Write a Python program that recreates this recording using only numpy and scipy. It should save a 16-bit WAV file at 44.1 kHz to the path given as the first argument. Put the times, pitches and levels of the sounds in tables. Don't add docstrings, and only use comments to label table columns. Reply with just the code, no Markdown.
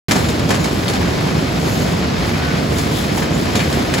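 import sys
import numpy as np
from scipy import signal
from scipy.fft import rfft, irfft
from scipy.io import wavfile
from scipy.ndimage import map_coordinates

SR = 44100
rng = np.random.default_rng(int(sys.argv[2]) if len(sys.argv) > 2 else 0)


def materialize(psi):
    bounded = np.clip(np.atleast_2d(psi).T, -1, 1)
    quanta = np.round(bounded * 32767).astype(np.int16)
    wavfile.write(sys.argv[1], SR, quanta)


N = 176400

# start_s, thump_db, clang_db, crack_db, ring_db, brightness_hz
POTATO_HITS = [(.109, -6, 2, -0.5, 4, 1900), (0.117, -12, -14, -13, -2, 6400),
               (.155, 7, -5.5, -8, -1.5, 1200), (.192, -11, -23, -29, -11, 1500),
               (.240, -20, -26, -21, -12, 4500), (.285, -21, -14, -7, -14, 4000),
               (.392, -17, -22, -12.5, -12, 4000), (0.489, 1.5, -9, -8.5, -14, 5000),
               (.503, 7, -5, -7.5, -1.5, 2300), (.511, 1, -12, -17, -1, 850),
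               (.526, -7, -15, -21, -6.5, 2200), (.543, -1.5, -8.5, -11, -8, 2200),
               (.600, -8, -27, -18, -22, 2500), (.641, -6, -8.5, -10.5, -13, 6000),
               (.655, -1, -13, -24, -5, 900), (.880, -4, -20, -4, -1, 3700),
               (.897, -4, -11, -16, -11, 1700), (.935, -2, -10, -16, -11, 3400),
               (.957, -7, -22, -26, -15, 3100), (2.782, -8, -9, -7, -9, 7400),
               (3.173, 2, -10, -11, -9, 2200), (3.221, -4, -14, -19, -2.5, 1900),
               (3.451, -13, -20, -17, -12, 2500), (3.553, -19, -5.5, -3, -2, 3000),
               (3.563, -7, -16, -17, -2, 5200), (3.592, -21, -14, -20, -3, 2400),
               (3.601, -18, -17, -18, 1, 2800), (3.725, -17, -11, -10, -12, 3500),
               (3.769, 2, -23, -26, -18, 1200), (3.937, -5, -6.5, -5.5, -0.5, 2200),
               (3.979, -10, -11, -9, -2, 2300)]


def rollers(t):
    # pitch_hz, level_db_per_hz
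    roar_tone = [(20, -78), (35, -67), (55, -49), (100, -43.5), (165, -42), (300, -45.5), (440, -50),
                 (650, -53), (950, -59.5), (2000, -70.5), (5000, -69), (16000, -100)]
    rattle_tone = [(300, -78), (700, -63.5), (1100, -60.5), (2000, -62.5), (2900, -67), (4700, -71),
                   (6200, -76.5), (8000, -91), (16000, -125)]
    # time_s, level_db
    surge = [(.1, 0.5), (.55, 1), (.8, 0), (1.2, 1.5), (1.5, -0.5), (1.85, 1.5), (2.15, 0), (2.7, -0.5),
             (3.15, 1), (3.45, 1), (3.75, 0.5), (4, 2)]
    load = [(.1, 3.5), (.4, 0), (.78, 0), (.97, 2.5), (1.1, 1), (1.5, 0.9), (1.8, -0.1), (2.12, 1),
            (2.35, 2.3), (2.65, 0.5), (3, 1), (3.3, -1), (3.6, 1.5), (4, 1)]
    thud_share, roller_hz = 0.3, 21.87
    rush = np.sqrt(1 - thud_share) * rng.standard_normal((2, N))
    thuds = np.sqrt(thud_share) * tiny_hits(per_s=420, spread_db=3.5, fade_s=0.036)
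    throb_db = -0.3 * np.sin(2 * np.pi * roller_hz * t + drift(1.67))
    flutter_db = 0.5 * drift(70) + 0.16 * drift(4.07)
    roar = colour(rush + thuds, roar_tone) * gain(throb_db + flutter_db + over_time(t, surge))
    rattle = colour(tiny_hits(per_s=900, spread_db=1, fade_s=0.06), rattle_tone)
    return roar + steel_panels(rattle, strength=1.3) * gain(over_time(t, load))


def potatoes(t):
    # pitch_hz, level_db_per_hz
    thump = [(50, -58), (150, -46), (290, -42.5), (550, -50), (850, -48), (1300, -59.5), (3000, -104)]
    clang = [(200, -54), (700, -45.5), (1700, -48), (3000, -56.5), (5000, -53.5), (9000, -58.5),
             (16000, -81)]
    crack = [(800, -96), (2200, -63), (3600, -47.5), (5500, -57), (7300, -55), (10000, -56), (16000, -67.5)]
    hits, out = np.array(POTATO_HITS), 0
    age = t - hits[:, :1]
    rise = np.clip(age / 0.003, 0, 1) ** 2
    hall_power = (gain(-16) * fade(age, 0.55)) ** 2
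    for level_db, part, fade_s in zip(hits.T[1:4], (thump, clang, crack), (0.1, 0.14, 0.085)):
        power = gain(level_db) ** 2 @ (rise * (fade(age, fade_s) ** 2 + hall_power))
        grit = tiny_hits(per_s=4000, spread_db=3.5, fade_s=0.0035)
        out += colour(np.sqrt(power) * grit, part)
    return steel_panels(out, strength=1.6)


def ringing_guides():
    # pitch_hz, level_db, fade_s
    notes = [(660, -29, .1), (824, -28, .12), (1244, -29, .17), (1626, -27, .12), (1776, -28, .16),
             (2062, -31, .2), (2336, -28, .22), (2503, -31, .14), (2885, -32, .14), (3128, -32, .12),
             (3321, -31, .09), (3731, -31, .08), (4430, -30, .14), (6400, -31, .11), (7130, -29, .17),
             (7504, -32, .18)]
    pitch_hz, level_db, fade_s = np.array(notes).T[:, :, None]
    reach_octaves, scatter_db, detune = 0.7, 2, 0.004
    out = np.zeros((2, N + SR))
    age = np.arange(SR // 4) / SR
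    for start_s, *_, ring_db, brightness_hz in POTATO_HITS:
        level_chance, pitch_chance = rng.standard_normal((2, len(notes), 1))
        nearness = np.exp(-0.5 * (np.log2(pitch_hz / brightness_hz) / reach_octaves) ** 2)
        strength = gain(level_db + scatter_db * level_chance) * nearness
        cycles = pitch_hz * (1 + detune * pitch_chance) * age + rng.random((2, len(notes), 1))
        ring = np.sqrt(2) * (strength * fade(age, fade_s) * np.sin(2 * np.pi * cycles)).sum(axis=1)
        tick = keep_band(rng.standard_normal((2, len(age))), 0.7 * brightness_hz, 1.3 * brightness_hz)
        hit = ring + tick * gain(-17.5) * fade(age, 0.03)
        rise = np.minimum(age / 0.0015, 1)
        start = int(start_s * SR)
        out[:, start:start + len(age)] += gain(ring_db) * hit * rise
    return out[:, :N]


def belt_hiss(t):
    # pitch_hz, level_db_per_hz
    hiss_tone = [(1000, -92), (3500, -73), (6000, -77), (7100, -74), (8300, -74), (11000, -77),
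                 (14000, -79.5), (16000, -83)]
    # time_s, level_db
    rubbing = [(.1, 5), (.42, -5.5), (.75, 0), (1.05, -3), (1.55, -3.5), (1.68, 2), (1.8, 1), (1.95, -2.5),
               (2.12, -7.5), (2.28, -0.5), (2.42, -4.5), (2.53, -3.5), (2.7, -3.5), (2.78, 5), (2.87, -1.5),
               (2.99, 6), (3.1, -3), (3.18, 5), (3.3, -7.5), (3.39, 1), (3.48, -3), (3.72, 1), (3.85, -1.5)]
    hiss = colour(tiny_hits(per_s=3000, spread_db=1, fade_s=0.02), hiss_tone)
    return steel_panels(hiss, strength=0.33) * gain(over_time(t, rubbing) + 0.41 * drift(27.65))


def belt_scrapes(t):
    # middle_s, length_s, pitch_hz, width_hz, level_db
    drags = [(1.73, .28, 6600, 700, -39), (1.74, 0.22, 12200, 1300, -42), (2.278, 0.22, 54, 22, -26.5),
             (2.68, 0.27, 583, 150, -32), (2.8, 0.43, 1050, 480, -37.5), (2.968, .15, 3430, 900, -33)]
    out = 0
    for middle_s, length_s, pitch_hz, width_hz, level_db in drags:
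        grit = tiny_hits(per_s=1500, spread_db=1.5, fade_s=0.02)
        scrape = keep_band(grit, pitch_hz - width_hz / 2, pitch_hz + width_hz / 2)
        out += scrape * gain(level_db) * swell(t, middle_s, length_s)
    return out


def belt_squeaks(t):
    # middle_s, length_s, pitch_hz, level_db
    squeaks = [(.265, 0.056, 7050, -40), (0.616, 0.06, 6930, -37), (1.89, 0.35, 174, -26),
               (2.474, 0.18, 1491, -29.5), (3.35, .035, 7050, -33)]
    out = 0
    for middle_s, length_s, pitch_hz, level_db in squeaks:
        squeak = wobbly_tone(pitch_hz, wobble=0.016 * pitch_hz / 7000, per_s=400)
        out += squeak * gain(level_db) * swell(t, middle_s, length_s)
    return out


def drives():
    # pitch_hz, level_db
    hums = [(56, -37), (76, -34), (152, -34), (172.3, -39), (709, -39), (1491, -49), (2501, -53),
            (7500, -56)]
    return sum(wobbly_tone(pitch_hz, wobble=0.0025, per_s=12) * gain(level_db + 2.5 * drift(7.03))
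               for pitch_hz, level_db in hums)


def steel_panels(sound, strength):
    # pitch_hz, width_hz, boost_db (at strength 1)
    notes = [(577, 14, 2), (820, 40, 2), (1230, 40, 1.5), (1490, 50, 1.5), (1730, 70, 1.5), (1990, 60, 2.3),
             (2230, 70, 3), (2490, 50, 2.5), (3120, 70, 3), (4250, 80, 1.5), (5100, 50, 3),
             (5240, 110, 2.6), (6880, 60, 2.5), (7090, 110, 2.5), (7300, 60, 2)]
    hz = np.arange(N // 2 + 1) * SR / N
    boost = sum(boost_db / (1 + 2j * (hz - pitch_hz) / width_hz) for pitch_hz, width_hz, boost_db in notes)
    return irfft(rfft(sound) * gain(strength * boost), N)


def microphone(sound):
    # pitch_hz, likeness (0 to 1)
    likeness = [(60, 0.92), (160, 0.97), (280, 0.8), (450, 0.39), (750, 0.017), (1500, 0.0067),
                (2300, 0.36), (4200, 0.64), (5400, 0.14), (7000, 1), (16000, 1)]
    # pitch_hz, level_db
    left_louder = [(60, -1), (300, -1.5), (1000, 0), (2000, -0.5), (2700, 3), (4500, 2.5), (7000, 0)]
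    # pitch_hz, lead_radians
    left_ahead = [(30, .02), (380, .35), (1900, .1), (2800, -.5), (4200, -.1), (6300, -.4), (7100, .1),
                  (9100, 3.1), (11200, 6.3), (13300, 9.4), (15500, 12.6)]
    shared, apart = rfft(sound)
    alike = over_pitch(likeness)
    sides = np.array([[1], [-1]])
    both = shared * np.sqrt((1 + alike) / 2) + sides * apart * np.sqrt((1 - alike) / 2)
    balance = gain(sides * over_pitch(left_louder) / 2)
    lead = np.exp(1j * sides * over_pitch(left_ahead) / 2)
    return irfft(both * balance * lead, N)


def gain(db):
    return 10 ** (np.asarray(db) / 20)


def over_time(t, points):
    return np.interp(t, *np.array(points).T)


def over_pitch(points):
    hz, value = np.array(points, float).T
    return np.interp(np.log(np.arange(N // 2 + 1) * SR / N + 1e-9), np.log(hz), value)


def colour(noise, points):
    return irfft(rfft(noise) * gain(over_pitch(points)) * np.sqrt(SR / 2), N)


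def keep_band(noise, low_hz, high_hz):
    band = signal.sosfilt(signal.butter(2, [low_hz, high_hz], "bandpass", fs=SR, output="sos"), noise)
    return band / band.std()


def drift(per_s):
    return map_coordinates(rng.standard_normal(2048), [np.arange(N) / SR * per_s], order=3, mode="wrap")


def fade(age, fade_s):
    return np.exp(-np.log(1000) * np.maximum(age, 0) / fade_s)


def swell(t, middle_s, length_s):
    return np.exp(-(2 * (t - middle_s) / length_s) ** 2)


def tiny_hits(per_s, spread_db, fade_s):
    hits = (rng.random(N) < per_s / SR) * gain(spread_db * np.minimum(rng.exponential(size=N), np.pi))
    power = np.abs(signal.fftconvolve(hits ** 2, fade(np.arange(N) / SR, fade_s) ** 2)[:N])
    return np.sqrt(power / power.mean()) * rng.standard_normal((2, N))


def wobbly_tone(pitch_hz, wobble, per_s):
    phase = 2 * np.pi * np.cumsum(pitch_hz * (1 + wobble * drift(per_s))) / SR
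    return np.sqrt(2) * np.sin(phase + 2 * np.pi * rng.random((2, 1)))


def scene():
    t = np.arange(N) / SR
    running = rollers(t) + belt_hiss(t) + drives() + belt_squeaks(t)
    return microphone(running + potatoes(t) + ringing_guides() + belt_scrapes(t))


def record(dry):
    start_s, peak, top_hz = 0.084, 0.9, 15700
    switched_on = np.arange(N) / SR >= start_s
    rounded = dry / (1 + (dry / peak) ** 6) ** (1 / 6)
    return signal.sosfilt(signal.ellip(10, 0.2, 90, top_hz, fs=SR, output="sos"), rounded * switched_on)


dry = scene()
out = record(dry)
materialize(out)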